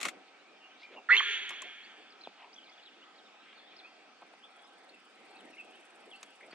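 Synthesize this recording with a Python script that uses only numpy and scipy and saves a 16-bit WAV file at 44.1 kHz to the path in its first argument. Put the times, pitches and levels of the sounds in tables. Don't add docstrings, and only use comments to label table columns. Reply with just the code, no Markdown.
import sys
import numpy as np
from scipy import signal
from scipy.fft import rfft, irfft
from scipy.io import wavfile
from scipy.ndimage import uniform_filter1d

SR = 44100
rng = np.random.default_rng(int(sys.argv[2]) if len(sys.argv) > 2 else 0)


def to_wav(s):
    ch = np.atleast_2d(s).T
    pcm = np.round(np.clip(ch, -1, 1) * 32767)
    wavfile.write(sys.argv[1], SR, pcm.astype(np.int16))


N = 288414
TIME_S = np.arange(N) / SR

# frequency in Hz, gain in dB.
HUSH_SPECTRUM = [(35, -85), (60, -65), (199, -9), (295, -3), (591, -5.5), (762, -2), (982, -7), (1300, -9),
                 (1790, -8), (2530, -6), (2910, -9), (4510, -14.5), (6530, -23.5), (8420, -27.5),
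                 (15000, -63.5)]
# centre in Hz, width in Hz, gain in dB.
HUSH_RESONANCES = [(500, 51, -0.5), (753, 59, 3.5), (1294, 102, 8.5), (1550, 19, 9), (4100, 330, -3.5)]
# centre in seconds, width in seconds, rise in dB before weighting by frequency.
HUSH_SWELLS = [(.05, 0.16, 10), (5.6, 0.34, 5.5)]
# frequency in Hz, left-right correlation.
HUSH_CORRELATION = [(60, 0.33), (180, 0.6), (550, 0.71), (1650, 0.79), (4970, 0.021), (15000, 0.016)]
# start in seconds, level in dB, decay in seconds,
# tilt toward 7.3 kHz in dB per octave, left over right in dB.
STROKES = [(0.0119, -40, 0.0077, 4, 9), (0.03, -30.5, 0.004, 4.5, 10), (0.0525, -26, 0.0072, -1, 2),
           (.064, -40.5, 0.015, -7, 0), (0.085, -32.5, 0.0071, 1, 4), (1.4921, -42, 0.002, 4, 4),
           (1.4951, -42, 0.003, 2, 3), (1.505, -47.5, 0.0044, 1, 12), (1.62, -41.5, 0.0028, 13, 10.5),
           (6.2295, -39, 0.0032, 2.5, 1)]
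# frequency in Hz, gain in dB.
CAMERA_SPECTRUM = [(100, -60), (220, -19), (480, -16), (640, -8), (800, -15), (1250, -3.5), (1700, -12),
                   (2100, -1.5), (2900, -9), (4200, -11), (4900, -20), (6900, -12.5), (11000, -25),
                   (13000, -29), (15500, -44)]
# frequency in Hz, gain in dB.
TWITTER_SPECTRUM = [(1500, -19), (2300, -3), (3000, -2), (4600, -9.5), (5700, -10), (8000, -34)]
# centre in seconds, width in seconds, rise in dB.
TWITTER_SWELLS = [(.45, 0.71, 8), (2.75, 0.27, 6.5), (3.6, 0.23, 11), (4.6, 0.14, -2)]
# start in seconds, level in dB, scuff decay in seconds, mode frequency factor.
GEAR_BLOWS = [(.054, -53, 0.0097, 2), (1.507, -51.5, 0.033, 1.55), (1.623, -54, 0.0047, 1.48),
              (2.2728, -49.5, 0.0011, 1.05), (4.2205, -59.5, 0.0056, 1.04), (4.338, -61.5, 0.001, 1.1)]
# base frequency in Hz, gain in dB, T60 in seconds.
GEAR_MODES = [(260, -16, 0.061), (530, -29, 0.065), (740, 9.5, 0.0098), (1210, -9, 0.013), (2400, 0, 0.01),
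              (3300, -6, 0.014)]
# start in seconds, length in seconds, first and last pitch in Hz,
# level in dB, midway sag as a share of pitch (negative arches), scattered amplitude from 0 to 1.
BIRD_WHISTLES = [(.605, 0.068, 2800, 2906, -58.5, .02, 0.44), (.817, 0.056, 1944, 1960, -53.5, -0.22, 0.66),
                 (.962, 0.033, 2840, 2710, -51, 0.0023, 0.52), (1.822, 0.038, 4010, 4930, -61, 0.027, 0.43),
                 (2.524, 0.027, 4140, 6370, -59, 0, .25), (2.558, .014, 3300, 3620, -57, 0, 0.27),
                 (2.574, 0.024, 3680, 2720, -53.5, -0.0085, .25), (2.607, .016, 2500, 3650, -60, 0, .25),
                 (2.622, 0.032, 2960, 2660, -61, -.1, .3), (2.675, .04, 2750, 2450, -63, .19, .25),
                 (2.69, 0.015, 4180, 5330, -62.5, 0, .3), (2.71, .045, 2700, 3130, -66, -.24, 0.22),
                 (2.768, .045, 4100, 2750, -62.5, 0.075, .3), (3.009, .043, 2605, 3600, -61.5, 0.028, 0.25),
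                 (3.244, 0.035, 3960, 3300, -64.5, -0.036, 0.35), (3.455, 0.031, 3700, 2470, -73, 0, .6),
                 (3.57, 0.042, 3900, 3110, -63, -0.017, 0.49), (3.7, .04, 2300, 2890, -63.5, .03, 0.66),
                 (3.821, 0.067, 2280, 2754, -57, 0, .4), (4.419, 0.05, 2800, 3660, -58.5, -0.057, 0.56),
                 (4.592, .11, 3150, 3860, -69, 0, .6), (4.635, 0.021, 4800, 5450, -67, 0, .5),
                 (4.887, 0.014, 3360, 4900, -58.5, -0.0097, .5),
                 (4.929, 0.038, 2960, 2704, -61.5, .06, 0.45), (5.197, .13, 2283, 2265, -67, 0, .6),
                 (5.22, .18, 4260, 4350, -75.5, 0, 0.69), (5.346, 0.035, 2470, 2400, -59, -.1, .7),
                 (5.435, .055, 2200, 1860, -62, .04, 0.91), (5.528, .026, 2940, 2400, -57.5, 0.027, 0.46),
                 (5.562, 0.029, 2094, 2750, -57, 0.064, 0.54),
                 (5.575, 0.053, 2903, 2620, -48.5, .058, 0.53),
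                 (5.725, 0.044, 2850, 3300, -61.5, 0.0084, .6), (6.106, 0.03, 3780, 2750, -56, 0.028, .5),
                 (6.121, 0.044, 3230, 3385, -53.5, 0.2, 0.41), (6.135, .04, 4000, 4750, -65.5, -0.011, .9),
                 (6.414, .04, 2150, 2540, -67, 0, .6), (6.508, 0.016, 4600, 4420, -57, 0, 0.54)]
# start of the fall in seconds, its first pitch in Hz, level in dB,
# length of the fall in seconds.
BIRD_CHIPS = [(2.119, 4930, -62, .018), (2.228, 4650, -54, 0.038), (2.657, 4480, -64, 0.036),
              (2.848, 4250, -59, .05), (3.173, 4560, -65, .04), (3.779, 4830, -57, 0.034),
              (5.38, 4220, -62.5, 0.039)]
# delay in seconds, gain in dB.
BOUNCES = [(0.0045, -16), (0.017, -13.5), (.026, -20.5)]
# start in seconds, length in seconds, centre in Hz, width in Hz, level in dB.
RUSTLE_BANDS = [(0.76, 0.125, 3740, 2600, -64), (.88, .11, 2100, 2700, -61), (0.84, 0.24, 475, 380, -61.5),
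                (0.95, 0.06, 903, 330, -56), (1.617, 0.072, 560, 570, -61), (2.349, 0.18, 850, 404, -60.5),
                (2.335, 0.17, 2550, 1300, -62.5), (3.399, 0.21, 2700, 2100, -64.5),
                (4.208, 0.035, 860, 1000, -58.5), (6.052, 0.051, 400, 260, -62),
                (6.4, .024, 2070, 750, -57.5), (6.379, 0.12, 2200, 550, -62.5), (6.4, 0.13, 520, 560, -61),
                (6.495, 0.11, 1600, 4300, -55.5)]
# time in seconds, pitch in Hz.
YELP_PITCH = [(1.0905, 1854), (1.093, 1350), (1.105, 1454), (1.108, 1821), (1.12, 2000), (1.134, 2024),
              (1.158, 2188), (1.162, 2725), (1.172, 2783), (1.177, 3175), (1.197, 3198), (1.1985, 2205),
              (1.2035, 1880), (1.205, 1264), (1.21, 1030)]
# time in seconds, level in dB.
YELP_LEVEL = [(1.0878, -33.5), (1.095, -24), (1.103, -23), (1.115, -16), (1.132, -19.5), (1.147, -22),
              (1.164, -28), (1.188, -23), (1.2105, -27.5)]
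# centre in seconds, width in seconds, linear gain.
YELP_UPPER_SWELLS = [(1.103, .005, 0.64), (1.135, 0.0095, 0.54), (1.154, 0.0046, .6), (1.169, .009, 0.51)]
# centre in Hz, width in Hz, gain in dB.
THROAT_BANDS = [(1035, 490, 0), (1492, 690, -8), (2150, 407, -8), (2750, 400, -3.5), (3430, 410, -0.5),
                (4260, 260, -1.5), (5900, 2100, -13.5), (8600, 2800, -23.5)]
# frequency in Hz, gain in dB.
PATH_SPECTRUM = [(120, -17.5), (290, -11.5), (400, -6), (480, -4.5), (620, -4.5), (800, -8.5), (1000, 0),
                 (4400, -1), (5000, -4.5), (6200, 2), (10000, -9)]
# frequency in Hz, gain in dB.
ECHO_SPECTRUM = [(200, -27), (400, 7), (650, -12), (1000, -7), (1200, -15), (1400, -4), (1700, -4.5),
                 (2020, -11.5), (2400, 2.5), (2750, 0), (2950, 1), (3200, 2.5), (3600, 6.5), (4000, -2),
                 (4500, 5.5), (5200, 0), (6050, 2), (6400, 9), (6800, 6.5), (8500, 9), (10000, 10.5)]
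# time in seconds, level in dB.
INSECT_LEVEL = [(4.25, -77), (4.45, -74), (4.6, -71.5), (5.2, -71), (5.4, -67.5), (6.5, -66.5)]
# frequency in Hz, gain in dB.
INSECT_SPECTRUM = [(4000, -17), (6800, -9), (8000, 7.5), (8700, 3), (9400, 3.5), (10700, -3.5), (11500, -8),
                   (14000, -42)]


def gain_of(db):
    return 10 ** (np.asarray(db) / 20)


def unit_rms(x):
    return x / np.sqrt(np.mean(x ** 2) + 1e-20)


def curve_at(points, hz):
    points_hz, values = np.transpose(points)
    return np.interp(np.log(hz + 1), np.log(points_hz + 1), values)


def add(mix, start_s, sound):
    part = mix[:, max(round(start_s * SR), 0):][:, :sound.shape[-1]]
    part += sound[..., :part.shape[1]]


def panned(x, left_db):
    return x * gain_of([[left_db / 2], [-left_db / 2]])


def coloured(x, spectrum, tilt_db_per_oct=0):
    hz = np.fft.rfftfreq(x.shape[-1], 1 / SR)
    octaves = abs(np.log2(np.maximum(hz, 300) / 7300))
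    return irfft(rfft(x) * gain_of(curve_at(spectrum, hz) - tilt_db_per_oct * octaves), x.shape[-1])


def band_noise(size, centre_hz, width_hz):
    hz = np.fft.rfftfreq(size, 1 / SR)
    rolloff = 1 + (2 * (hz - centre_hz) / width_hz) ** 4
    return unit_rms(irfft(rfft(rng.standard_normal(size)) / rolloff, size))


def pair(a, b, correlation):
    return np.array([a, correlation * a + np.sqrt(1 - correlation ** 2) * b])


def stereo_noise(size, correlation):
    return pair(*rng.standard_normal((2, size)), correlation)


def bump(t, centre_s, width_s):
    return np.exp(-((t - centre_s) / width_s) ** 2)


def swelling(t, rows):
    return sum(height * bump(t, centre_s, width_s) for centre_s, width_s, height in rows)


def smear(size, width_hz, share):
    drift = band_noise(size, 0, width_hz) + 1j * band_noise(size, 0, width_hz)
    return np.sqrt(1 - share ** 2) + share * drift / np.sqrt(2)


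def hush(level_db=-58.5, patchy_db=2.0):
    frames, hz = N // 512 + 5, np.fft.rfftfreq(2048, 1 / SR)
    a, b, c, d, patches = rng.standard_normal((frames, len(hz), 5)).T
    patches = unit_rms(uniform_filter1d(uniform_filter1d(patches, size=24, axis=0), size=8, axis=1))
    peaks_db = sum(db / (1 + (2 * (hz - f) / width) ** 2) for f, width, db in HUSH_RESONANCES)
    colour_db = curve_at(HUSH_SPECTRUM, hz) + peaks_db
    low_weight = curve_at([(300, 1.44), (1200, 0.18)], hz)[:, None]
    swell_db = low_weight * swelling(np.arange(frames) * 512 / SR, HUSH_SWELLS)
    spectra = pair(a + 1j * b, c + 1j * d, curve_at(HUSH_CORRELATION, hz)[:, None])
    spectra *= gain_of(colour_db[:, None] + patchy_db * patches + swell_db)
    air = signal.istft(spectra, nperseg=2048, noverlap=1536)[1][:, :N]
    return panned(gain_of(level_db) * unit_rms(air), -0.5)


def chatter(from_s=0.0037, to_s=0.088, rate_hz=130, jitter_s=0.001, level_db=-41, decay_s=0.0094):
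    times_s = np.arange(from_s, to_s, 1 / rate_hz)
    return [(start_s + jitter_s * late, level_db - 2 * weak, decay_s, -0.5, -2.5)
            for start_s, (late, weak) in zip(times_s, rng.standard_normal((len(times_s), 2)))]


def shutters(rise_s=0.0001, ring_db=-27, ring_s=0.021):
    out, t = np.zeros((2, N)), np.arange(8192) / SR
    for start_s, db, decay_s, tilt, left_db in STROKES + chatter():
        rattle = unit_rms(coloured(stereo_noise(len(t), 0.7), CAMERA_SPECTRUM, tilt))
        attack = 1 - np.exp(-t / rise_s)
        decay = np.exp(-t / decay_s) + gain_of(ring_db) * np.exp(-t / ring_s)
        add(out, start_s, panned(gain_of(db) * rattle * attack * decay, left_db))
    return out


def bird_note(length_s, first_hz, last_hz, sag=0.02, waver=0.016, flutter_db=3.5):
    size = int(length_s * SR)
    progress = np.linspace(0, 1, size)
    arch = np.sin(np.pi * progress)
    hz = first_hz * (last_hz / first_hz) ** progress * (1 - sag * arch)
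    cycles = np.cumsum(hz * (1 + waver * band_noise(size, 0, 500))) / SR
    flutter = gain_of(flutter_db * band_noise(size, 0, 250))
    return unit_rms(arch * flutter * np.sin(2 * np.pi * cycles))


def twitter(count=230, base_hz=2080, glide_oct=0.65, level_db=-72.5):
    out = np.zeros((1, N))
    for k, (late, length, height_oct, *ends) in enumerate(rng.random((count, 5))):
        ends_hz = base_hz * 2 ** (height_oct + glide_oct * (np.array(ends) - 0.5))
        add(out, (k + late) / count * TIME_S[-1], bird_note(0.0214 + 0.073 * length, *ends_hz))
    flock = unit_rms(coloured(out[0], TWITTER_SPECTRUM))
    return flock * gain_of(level_db + swelling(TIME_S, TWITTER_SWELLS))


def foliage(x, t60_s=0.15):
    t = np.arange(SR // 4) / SR
    taps = stereo_noise(len(t), 0.81) * gain_of(-60 * t / t60_s)
    return signal.fftconvolve(x[None], taps / np.linalg.norm(taps[0]), axes=1)[:, :N]


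def knocks(scuff=0.089, band_hz=(270, 4500)):
    out, t = np.zeros((2, N)), np.arange(2048) / SR
    for start_s, db, scuff_s, factor in GEAR_BLOWS:
        body = sum(gain_of(mode_db - 60 * t / t60_s) * np.sin(2 * np.pi * hz * factor * t)
                   for hz, mode_db, t60_s in GEAR_MODES)
        blow = scuff * rng.standard_normal(len(t)) * np.exp(-t / scuff_s) - (t == 0)
        add(out, start_s, gain_of(db) * unit_rms(signal.fftconvolve(blow, body)[:len(t)]))
    return signal.sosfilt(signal.butter(2, band_hz, "band", fs=SR, output="sos"), out)


def birds(flick_s=0.016, gap_s=0.005, chip_haze=0.37):
    out, notes = np.zeros((2, N)), []
    for start_s, hz, db, fall_s in BIRD_CHIPS:
        notes.append((start_s - gap_s - flick_s, flick_s, 0.81 * hz, 1.15 * hz, db - 1, 0, chip_haze))
        notes.append((start_s, fall_s, hz, 0.6 * hz, db, -0.0315, chip_haze))
    for start_s, length_s, first_hz, last_hz, db, sag, haze in notes + BIRD_WHISTLES:
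        note = gain_of(db) * bird_note(length_s, first_hz, last_hz, sag)
        add(out, start_s, np.array([np.sqrt(1 - haze ** 2) * note, haze * note]))
    return out


def reflected(x):
    return x + sum(gain_of(db) * np.interp(TIME_S - lag_s, TIME_S, x, left=0) for lag_s, db in BOUNCES)


def rustles(grain_db=3.0):
    out = np.zeros((2, N))
    for start_s, length_s, centre_hz, width_hz, db in RUSTLE_BANDS:
        size = int(length_s * SR)
        grain = gain_of(grain_db * band_noise(size, 0, 150))
        scrape = band_noise(size, centre_hz, width_hz) * grain * np.hanning(size)
        add(out, start_s, gain_of(db) * unit_rms(scrape))
    return out


def deer(throb_hz=224, throb_peak_s=1.123, crack_s=1.166, crack_width_s=0.024, upper_ratio=1.3,
         break_s=1.1975, linger_hz=3190, octave_db=-31, rasp_db=-16, chest_db=-50, chest_hz=(480, 340)):
    start_s, end_s = YELP_LEVEL[0][0], YELP_LEVEL[-1][0]
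    t = np.arange(start_s, end_s, 1 / SR)
    size = len(t)
    hz = np.interp(t, *np.transpose(YELP_PITCH))
    level_db = np.interp(t, *np.transpose(YELP_LEVEL))
    level_db -= 7 * bump(t, 1.162, 0.0025)
    level_db -= 1 + np.tanh((t - break_s) / 0.002)
    gate = np.clip(np.minimum((t - start_s) / 0.00089, (end_s - t) / 0.00063), 0, 1)
    roughness = 0.09 + 0.63 * bump(t, crack_s, crack_width_s)
    before_crack = np.clip(0.5 + (crack_s - t) / crack_width_s, 0, 1)
    depth = 0.49 * np.minimum((t - start_s) / 0.02, before_crack)
    throb_rad = 2 * np.pi * throb_hz * (t - throb_peak_s) + 0.18 * band_noise(size, 0, 150)
    throb = (1 + depth * (np.cos(throb_rad) + 0.21 * np.cos(2 * throb_rad))) / np.sqrt(1 + depth ** 2 / 2)
    phase_rad = 2 * np.pi * np.cumsum(hz) / SR + 0.12 * depth * np.sin(throb_rad)
    upper = swelling(t, YELP_UPPER_SWELLS) * np.exp(1j * upper_ratio * phase_rad)
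    tone = (np.exp(1j * phase_rad) + upper) * smear(size, 700, roughness)
    tone += 0.45 * bump(t, 1.202, 0.0043) * np.exp(2j * np.pi * linger_hz * t)
    breath = unit_rms(sum(gain_of(db) * band_noise(size, f, width) for f, width, db in THROAT_BANDS))
    voice = np.sqrt(2) * throb * (tone + gain_of(octave_db) * tone ** 2).real
    voice += gain_of(rasp_db) * breath * (0.29 + 2 * roughness)
    chest_rad = 2 * np.pi * np.cumsum(np.linspace(*chest_hz, size)) / SR
    chest = unit_rms(np.sin(chest_rad) * signal.windows.tukey(size, 0.5))
    out = np.zeros((1, N))
    add(out, start_s, gain_of(level_db) * voice * gate + gain_of(chest_db) * chest)
    return coloured(out[0], PATH_SPECTRUM)


def forest_echo(x, correlation=1.0, rise_s=0.036, t60_s=1.82, tree_line_s=0.16,
                air_hz=3620, air_db_per_s=8):
    wash = (signal.hilbert(x) * smear(N, 500, 0.89)).real
    t = np.arange(3 * SR // 2) / SR
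    envelope_db = -60 * t / t60_s + 5 * bump(t, tree_line_s, 0.03)
    taps = stereo_noise(len(t), correlation) * (1 - np.exp(-t / rise_s)) * gain_of(envelope_db)
    treble = signal.sosfiltfilt(signal.butter(2, air_hz, "high", fs=SR, output="sos"), taps)
    taps -= treble * (1 - gain_of(-air_db_per_s * t))
    tail = coloured(taps / np.linalg.norm(taps[0]), ECHO_SPECTRUM)[:, :-SR // 10]
    return signal.fftconvolve(wash[None], tail, axes=1)[:, :N]


def insect(grid_start_s=4.3005, period_s=0.05027, steady_s=5.15, wind_up_per_s=0.118, jitter_s=0.0016,
           buzz_db=-9.5, grain_db=3, uneven_db=1.5):
    out, t = np.zeros((2, N)), np.arange(-period_s, period_s, 1 / SR)
    envelope = bump(t, 0, 0.0065) + gain_of(buzz_db) * bump(t, 0, 0.034)
    for beat_s in np.arange(grid_start_s, TIME_S[-1], period_s):
        force, late = rng.standard_normal(2)
        centre_s = beat_s - wind_up_per_s * max(steady_s - beat_s, 0) ** 2 + jitter_s * late
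        grain = unit_rms(gain_of(grain_db * band_noise(len(t), 0, 1200)))
        scrape = stereo_noise(len(t), 0.23) * grain * envelope
        level_db = np.interp(beat_s, *np.transpose(INSECT_LEVEL)) + uneven_db * force
        add(out, centre_s + t[0], panned(scrape, 2) * gain_of(level_db))
    return coloured(out, INSECT_SPECTRUM)


def from_right(x, lag_s=6.2e-5):
    delay = np.exp(-2j * np.pi * np.fft.rfftfreq(N, 1 / SR) * lag_s)
    return np.array([irfft(rfft(x[0]) * delay, N), x[1]])


def scene():
    yelp = reflected(deer())
    song, scattered = birds()
    flock = twitter()
    alarm = gain_of(0.1) * panned(yelp, -4.0)
    alarm += gain_of(-6.1) * panned(forest_echo(yelp, correlation=0.9), -1.26)
    chorus = panned(reflected(song), -0.5) + foliage(scattered + flock)
    chorus += gain_of(-12.5) * forest_echo(song + scattered + flock)
    return from_right(alarm + chorus + hush()) + shutters() + knocks() + rustles() + insect()


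def record(dry, wind_cut_hz=152, mic_top_hz=12600, band_limit_hz=15700):
    thin = signal.sosfilt(signal.butter(8, wind_cut_hz, "high", fs=SR, output="sos"), dry)
    dull = signal.sosfilt(signal.butter(2, mic_top_hz, fs=SR, output="sos"), thin)
    lowpass = signal.firwin(511, band_limit_hz, window=("kaiser", 9), fs=SR)
    return signal.oaconvolve(dull, lowpass[None], "same")


dry = scene()
out = record(dry)
to_wav(out)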